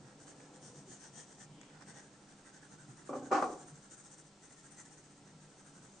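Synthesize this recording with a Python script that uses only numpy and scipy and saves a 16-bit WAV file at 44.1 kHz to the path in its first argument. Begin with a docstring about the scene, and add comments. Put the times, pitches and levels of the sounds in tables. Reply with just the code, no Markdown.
"""A pencil sketches on paper: a few separate lines, then quick short strokes back and forth.
The lead scratches as it catches on the paper's grain, and the sheet rasps under it.
Now and then the lead clicks down, and once the hand slides over the page.
Halfway through, something wooden bumps and rattles, and the room echoes briefly.
Underneath lie an uneven room rumble, faint hums, a short far drone and a hiss."""
import sys
import numpy as np
from scipy import signal
from scipy.fft import rfft, irfft, next_fast_len
from scipy.io import wavfile

SR = 44100
rng = np.random.default_rng(int(sys.argv[2]) if len(sys.argv) > 2 else 0)


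def persist_wave(psi):
    """Save psi, clipped to +-1, as 16-bit WAV."""
    counts = np.round(np.clip(psi, -1, 1) * 32767).astype(np.int16)
    wavfile.write(sys.argv[1], SR, np.atleast_2d(counts).T)


N = 264598
TIME = np.arange(N) / SR
TOP_HZ = 9070  # the treble ends here

# single strokes: middle t/s, length/s, relative scratch level/dB, relative rasp level/dB
SINGLE_STROKES = [(0.083, 0.073, -71, -67), (0.225, 0.044, -62, -67.5), (0.296, 0.039, -57, -62.5),
                  (0.42, 0.11, -65.5, -69), (0.558, 0.038, -63.5, -66.5), (0.668, 0.062, -56, -67.5),
                  (0.779, 0.067, -60, -70), (0.926, 0.064, -54.5, -64), (1.045, 0.064, -56.5, -63),
                  (1.19, 0.066, -52.5, -61.5), (1.314, 0.07, -62, -68), (1.417, 0.043, -56, -61.5),
                  (1.752, 0.074, -87, -65.5), (1.823, 0.023, -87, -58), (1.898, 0.04, -58.5, -59),
                  (1.979, 0.056, -59, -58.5), (2.054, 0.049, -67, -68), (5.288, 0.054, -68.5, -70),
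                  (5.958, 0.12, -66, -73.5)]
# tone of the early lines, the later short strokes and the sheet's rasp: f/Hz, level/dB
LINE_TONE = [(300, -26), (2550, -26), (3150, -10.5), (3800, -18.5), (4400, -12), (5000, -12.5), (5450, -9),
             (5950, -0.5), (6700, -1.5), (7900, -7), (8400, -1), (9100, -7.5)]
SHORT_STROKE_TONE = [(300, -11), (2400, -23), (3500, -22.5), (4500, -15.5), (5350, -14), (5850, -1.5),
                     (6350, 1.5), (7200, -1), (7700, -1.5), (8200, -5), (8700, 3.5), (9100, -5.5)]
RASP_TONE = [(120, -28), (300, -3.5), (600, -10), (800, -1), (1150, -15), (1450, -7), (1900, -6),
             (2250, -17), (3200, -15.5), (5000, -16)]
# the sheet's ring drifts as the lead moves over the page: t/s, f/Hz
SHEET_PITCH = [(0, 1520), (1.0, 1720), (2.0, 1800), (2.9, 1410), (3.95, 1350), (4.45, 1900), (5.3, 1740),
               (5.85, 1380)]
def pencil(short_from_s=2.05, scratch_gain_db=-0.02, rasp_gain_db=2.5, pitch_spread=0.043):
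    """Each stroke speeds up and slows down; the lead catches on the paper's grain in tiny bursts."""
    t = TIME[:SR // 3]
    fibres, grip = wander(hz=700), wander(hz=170)  # single fibres, and wider patches that grip
    scratches, rasps = np.zeros((2, 2, N))
    for middle, length, scratch_db, rasp_db in SINGLE_STROKES + shading_strokes():
        start = max(middle - t[-1] / 2, 0)
        speed = bell(start + t - middle, length)
        ring_hz = np.interp(middle, *np.transpose(SHEET_PITCH))
        ring_hz *= 1 + pitch_spread * rng.standard_normal()
        tone = LINE_TONE if middle < short_from_s else SHORT_STROKE_TONE
        scratch = paper_spot(noise(tone, len(t), side=0.41), ripple_db=2.5, spacing_hz=168.6)
        rasp = paper_spot(noise(RASP_TONE, len(t), side=1), ripple_db=3.0, spacing_hz=90)
        rasp = sheet_ring(rasp, ring_hz)
        add(scratches, start, amp(scratch_db) * np.sqrt(speed) * scratch)  # power follows speed
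        add(rasps, start, amp(rasp_db) * np.sqrt(speed) * rasp)
    scratches *= unit(amp(1.3 * fibres + 0.73 * grip))
    rasps *= unit(amp(2.0 * fibres + 0.73 * grip))
    return amp(scratch_gain_db) * scratches + amp(rasp_gain_db) * rasps


# back-and-forth runs: first t/s, last t/s, number of strokes, first level/dB, last level/dB,
# extra level midway/dB, rasp level offset/dB
SHADING_RUNS = [(2.143, 2.729, 8, -71.5, -64, 2.5, 0.5), (2.820, 3.526, 9, -64, -60, 1, -1),
                (3.611, 3.847, 4, -57.5, -62.5, 0.5, -5.5), (3.93, 4.264, 6, -59, -63.5, 3.5, -8.5),
                (4.451, 4.8, 6, -61.5, -58, -1, -7), (4.866, 5.178, 6, -61, -70, 0.5, -7),
                (5.434, 5.848, 6, -67.5, -63, 1.5, -4.5)]
def shading_strokes(fast_share=0.54, spread_db=2):
    """The hand swings at an even pace; its pressure follows a curve, but no two strokes are alike."""
    strokes = []
    for first, last, count, first_db, last_db, arch_db, rasp_db in SHADING_RUNS:
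        length = fast_share * (last - first) / (count - 1)
        arch = arch_db * np.sin(np.pi * np.linspace(0, 1, count))
        levels = np.linspace(first_db, last_db, count) + arch + spread_db * rng.standard_normal(count)
        middles = np.linspace(first, last, count)
        strokes += [(s, length, db, db + rasp_db) for s, db in zip(middles, levels)]
    return strokes


def paper_spot(x, ripple_db, spacing_hz):
    """Each spot on the paper favours its own random pitches, a little different left and right."""
    grid_hz = np.arange(0, SR, spacing_hz)
    shared, left, right = rng.standard_normal((3, SR // 50))[:, :len(grid_hz)]
    ripple = np.array([np.interp(bins(x), grid_hz, shared + own) for own in (left, right)])
    return unit(irfft(rfft(x) * amp(ripple_db * ripple), x.shape[1]))


def sheet_ring(x, hz, width_hz=380, ring_db=3.5):
    """The sheet rings, which strengthens the sound near one pitch."""
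    ring = amp(ring_db) / (1 + 2j * (bins(x) - hz) / width_hz)
    return unit(irfft(rfft(x) * (1 + ring), x.shape[1]))


# tone of the sliding hand: f/Hz, level/dB
HAND_TONE = [(900, -28), (1700, -10), (2250, 0), (2550, -7), (3050, 4), (3400, 3), (3750, -16), (9000, -27)]
def hand_slide(middle_s=1.626, length_s=0.17, db=-70):
    """The side of the hand rubs over the sheet with a soft hiss."""
    speed = bell(TIME - middle_s, length_s)
    return amp(db) * np.sqrt(speed) * noise(HAND_TONE, N, side=0.54)


# the lead touching down: t/s, level/dB, treble cut-off f/Hz
CLICKS = [(0.278, -53, 1590), (0.404, -53, 2800), (1.6139, -47.5, 7500), (1.632, -48.5, 2200),
          (1.822, -54, 1480), (4.939, -57, 1400), (5.858, -59, 1500)]
# tone of a click: f/Hz, level/dB
CLICK_TONE = [(300, -40), (1000, -2), (1600, -5), (2400, -1.5), (3200, -8), (4800, -9), (7000, 1),
              (9000, -4)]
def lead_clicks(fade_s=0.01, echo_db=-21, echo_s=0.95):
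    """The lead clicks onto the sheet; the room answers faintly."""
    out, t = np.zeros((2, N)), TIME[:SR // 3]
    shape = fade(t, fade_s) + amp(echo_db) * fade(t, echo_s)
    for start, db, cutoff_hz in CLICKS:
        click = unit(soften(noise(CLICK_TONE, len(t), side=0.5), cutoff_hz))
        add(out, start, amp(db) * click * shape)
    return out


# knocks: t/s, ring level/dB, clatter level/dB, clatter fade/s, treble cut-off f/Hz, place hit (0-1)
WOOD_HITS = [(3.090, -40.5, -47, 0.28, 950, 0), (3.128, -44.5, -43, 0.061, 1160, 0.23),
             (3.151, -40.5, -47, 0.056, 760, 0), (3.218, -50.5, -53, 0.29, 453, 0.1),
             (3.269, -60, -55.5, 0.039, 400, 0.33), (3.307, -54, -46, 0.06, 1510, 0.5),
             (3.312, -29, -29.5, 0.24, 1750, 0.64), (3.324, -36, -37.5, 0.31, 3370, 0.8),
             (3.344, -30, -35, 0.36, 2860, 0.95), (3.374, -42.5, -34.5, 0.19, 1600, 1),
             (3.4224, -39, -31, 0.053, 1420, 0.57)]
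# the notes the wood rings with: f/Hz, level hit at place 0/dB, level hit at place 1/dB, fade/s
WOOD_NOTES = [(250, -2.5, -31, 0.57), (282, 2.5, -28, 0.42), (309, -15, -2.5, 0.56),
              (368.6, -1, -1.5, 0.21), (391, 5, -17, 0.13), (511, 4, 3, 0.15), (527, -9, -8, 0.27),
              (572.6, 4, -6.5, 0.24), (606, -13, -13, 0.16), (727, -27, 3, 0.6), (710, -25, -19, .24),
              (768.5, -14, 13, 0.16), (787, -18, -0.5, 0.23), (794, 4, 6, 0.11), (854, -20, -14, 0.18),
              (1074, -3, 7, 0.13), (1119, -29, -4, 0.75), (1130, -25, 3, 0.21), (1153, 7.5, -8.5, 0.073),
              (1270, -21, -19, .2), (1430, -31, 5.5, 0.17), (1554, -22, 0.5, 0.18), (1750, -24, -4.5, 0.25),
              (2270, -32, -19, .2), (2374, -6, -11, 0.25)]
# tone of the clatter and its echo: f/Hz, level/dB
CLATTER_TONE = [(60, -43.5), (130, -19), (210, -17.5), (260, -2.5), (500, -2.5), (650, -6), (800, 5),
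                (930, -8.5), (1150, 4), (1620, -15), (1950, -14), (3500, -22), (6200, -7.5), (9000, -8.5)]
def wood_knocks(rise_s=0.004, echo_db=-12, echo_rise_s=0.0044):
    """Every knock rings the same piece of wood, with a dense clatter and the room's echo."""
    out, t = np.zeros((2, N)), TIME[:2 * SR // 3]
    hz, place0_db, place1_db, ring_s = np.transpose(WOOD_NOTES)
    k = np.arange(len(WOOD_NOTES))
    skew = 0.47 * (hz / 1000) * (-1) ** k  # higher notes are more out of step between left and right
    phase = k * k + np.array([skew, -skew]) / 2
    notes = fade(t, ring_s[:, None]) * np.sin(2 * np.pi * hz[:, None] * t + phase[..., None])
    rise, echo_rise = 1 - np.exp(-t / rise_s), 1 - np.exp(-t / echo_rise_s)
    for start, ring_db, clatter_db, clatter_s, cutoff_hz, place in WOOD_HITS:
        ring = amp(place0_db + place * (place1_db - place0_db)) @ notes
        clatter = noise(CLATTER_TONE, len(t), side=0.12) * fade(t, clatter_s)
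        echo_gain = amp(echo_db) * np.sqrt(10 * clatter_s)  # a longer clatter fills the room more
        clatter += echo_gain * room_echo(len(t)) * echo_rise
        for part, db in ((ring, ring_db), (clatter, clatter_db)):
            blow = soften(part * rise, cutoff_hz)
            add(out, start, amp(db) * blow / np.std(blow[:, :SR // 40]))  # first 25 ms set the level
    return out


# how long the room echoes: f/Hz, fade/s
ECHO_FADE = [(150, 0.87), (400, 0.6), (1000, 0.39), (2000, 0.23), (8000, 0.75)]
def room_echo(size):
    """The blurred echo of a knock: the bass lasts longest, and sound near 2000 Hz dies first."""
    hz, t, bands = signal.stft(noise(CLATTER_TONE, size), SR, nperseg=256)
    bands *= fade(t, read(ECHO_FADE, hz)[:, None])
    return signal.istft(bands, SR, nperseg=256)[1][:, :size]


# tone of the rumble: f/Hz, level/dB
RUMBLE_TONE = [(60, -50), (95, -18.5), (125, -7.5), (150, 3.5), (175, -10), (230, -12), (400, -22),
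               (1500, -73)]
# its slow rise and fall: t/s, relative level/dB
RUMBLE_LEVEL = [(0, -60), (1.9, -60.5), (2.3, -69), (3.0, -59), (4.2, -68), (6, -65)]
# its brief swells: middle t/s, length/s, relative level/dB
RUMBLE_SWELLS = [(0.007, 0.089, -51), (0.92, 0.052, -55), (1.134, 0.067, -60.5), (1.513, 0.11, -58.5),
                 (2.914, 0.057, -53), (3.757, 0.063, -58), (5.39, 0.15, -61.5), (5.81, 0.069, -58)]
def room_rumble(gain_db=-1.5, waver_db=2.5):
    """A low rumble wavers and now and then swells."""
    rumble = noise(RUMBLE_TONE, N)
    base = amp(np.interp(TIME, *np.transpose(RUMBLE_LEVEL)) + waver_db * wander(hz=3.3))
    swell_power = sum(amp(db) ** 2 * bell(TIME - s, length) for s, length, db in RUMBLE_SWELLS)
    return amp(gain_db) * rumble * np.sqrt(base ** 2 + swell_power)


# tone of the room's rushing sound: f/Hz, level/dB
RUSH_TONE = [(60, -43), (170, -42), (230, -2), (290, 3.5), (350, -3.5), (490, -3.5), (640, -9), (800, -6),
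             (1100, -13), (1600, -27.5), (2600, -29), (9000, -56)]
# its slow rise and fall: t/s, relative level/dB
RUSH_LEVEL = [(0, -59.5), (.6, -56), (1.0, -59.5), (1.9, -59.5), (3.0, -64), (4.5, -63), (6, -61)]
def room_rush(gain_db=-4.0):
    """A soft rushing sound, higher than the rumble, drifts in loudness."""
    return noise(RUSH_TONE, N) * amp(gain_db + np.interp(TIME, *np.transpose(RUSH_LEVEL)))


# the hums: f/Hz, level/dB, width/Hz
HUM_NOTES = [(200.2, -69.5, 8.6), (291.3, -78, 15), (1337, -79, 49)]
def hums():
    """Three faint notes waver in the room."""
    return sum(amp(db) * waver(hz, width_hz) for hz, db, width_hz in HUM_NOTES)


# the drone's course: t/s, f/Hz, level/dB
DRONE_PATH = [(0, 510, -68.5), (.38, 506, -75), (.55, 501.3, -63), (0.82, 495, -64.5), (.88, 383, -65),
              (1.0, 340, -100)]
def far_drone():
    """A faint, far drone drops in pitch and sinks away within the first second."""
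    s, hz, db = np.transpose(DRONE_PATH)
    return amp(np.interp(TIME, s, db)) * waver(np.interp(TIME, s, hz), width_hz=19)


# tone of the hiss: f/Hz, level/dB
HISS_TONE = [(20, 8), (70, 7), (150, 12), (400, 6), (1000, 3), (2500, 0), (4000, -.5), (6300, 1), (9000, 0)]
def hiss(db=-65.0):
    """A steady hiss lies under everything."""
    return amp(db) * noise(HISS_TONE, N, side=0.16)


# how alike left and right are: f/Hz, likeness (1 = the same)
LIKENESS = [(25, .75), (125, .985), (300, .985), (600, .92), (1200, .68), (2500, .45), (8000, .45)]
# the pencil's direction at side=1: f/Hz, left minus right level/dB
PENCIL_BALANCE = [(300, -19.5), (850, -2.5), (1250, -15.5), (1550, -11), (2200, 3), (3100, 7), (4500, 4),
                  (5900, 13), (6700, 5.5), (9000, 9)]
def noise(tone, size, side=0):
    """Stereo noise shaped by a tone table, then scaled to strength 1; side leans it to the pencil."""
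    padded = next_fast_len(size)
    hz = np.fft.rfftfreq(padded, 1 / SR)
    a, b = rfft(rng.standard_normal((2, padded))) * (hz < TOP_HZ)
    likeness = read(LIKENESS, hz)
    middle, wide = a * np.sqrt(1 + likeness), b * np.sqrt(1 - likeness)
    lean = amp(side * read(PENCIL_BALANCE, hz) / 2)
    spectrum = np.array([(middle + wide) * lean, (middle - wide) / lean]) * amp(read(tone, hz))
    return unit(irfft(spectrum, padded)[:, :size])


def wander(hz):
    """A smooth random wobble, with changes up to about hz."""
    x = rng.standard_normal(next_fast_len(N))
    return unit(irfft(rfft(x) * np.exp(-(bins(x) / hz) ** 2), len(x))[:N])


def waver(hz, width_hz):
    """An unsteady note on a fixed or moving pitch."""
    turns = np.cumsum(hz * np.ones(N)) / SR
    wobble = wander(width_hz) + 1j * wander(width_hz)
    return unit((wobble * np.exp(2j * np.pi * turns)).real)


def soften(x, hz):
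    """A softer contact loses the treble above hz."""
    return signal.sosfilt(signal.butter(2, hz, fs=SR, output="sos"), x)


def bell(t, length):
    """A smooth rise and fall around t = 0, above half height for the given length."""
    return .5 ** (abs(2 * t / length) ** 2.4)


def fade(t, fade_s):
    """Dies away by 60 dB in fade_s seconds."""
    return amp(-60 * t / fade_s)


def amp(db):
    """Turns decibels into a multiplier."""
    return 10 ** (np.asarray(db) / 20)


def unit(x):
    """Scales a sound to an average strength (rms) of 1."""
    return x / np.sqrt(np.mean(x ** 2) + 1e-20)


def read(points, hz):
    """Reads between a table's rows, with octaves evenly spaced."""
    f, value = np.transpose(points)
    return np.interp(np.log(hz + 1), np.log(f + 1), value)


def bins(x):
    """The frequencies that make up a sound."""
    return np.fft.rfftfreq(x.shape[-1], 1 / SR)


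def add(mix, s, sound):
    """Mixes a stereo sound in at s seconds."""
    part = mix[:, round(s * SR):][:, :sound.shape[1]]
    part += sound[:, :part.shape[1]]


def scene():
    """Pencil, hand, clicks and knocks over the sound of the room."""
    foreground = pencil() + hand_slide() + lead_clicks() + wood_knocks()
    return foreground + room_rumble() + room_rush() + hums() + far_drone() + hiss()


def record(dry):
    """A steep filter cuts off the highest treble."""
    treble_cut = signal.firwin(801, TOP_HZ, window=("kaiser", 9), fs=SR)
    return signal.oaconvolve(dry, treble_cut[None], "same")


dry = scene()
out = record(dry)
persist_wave(out)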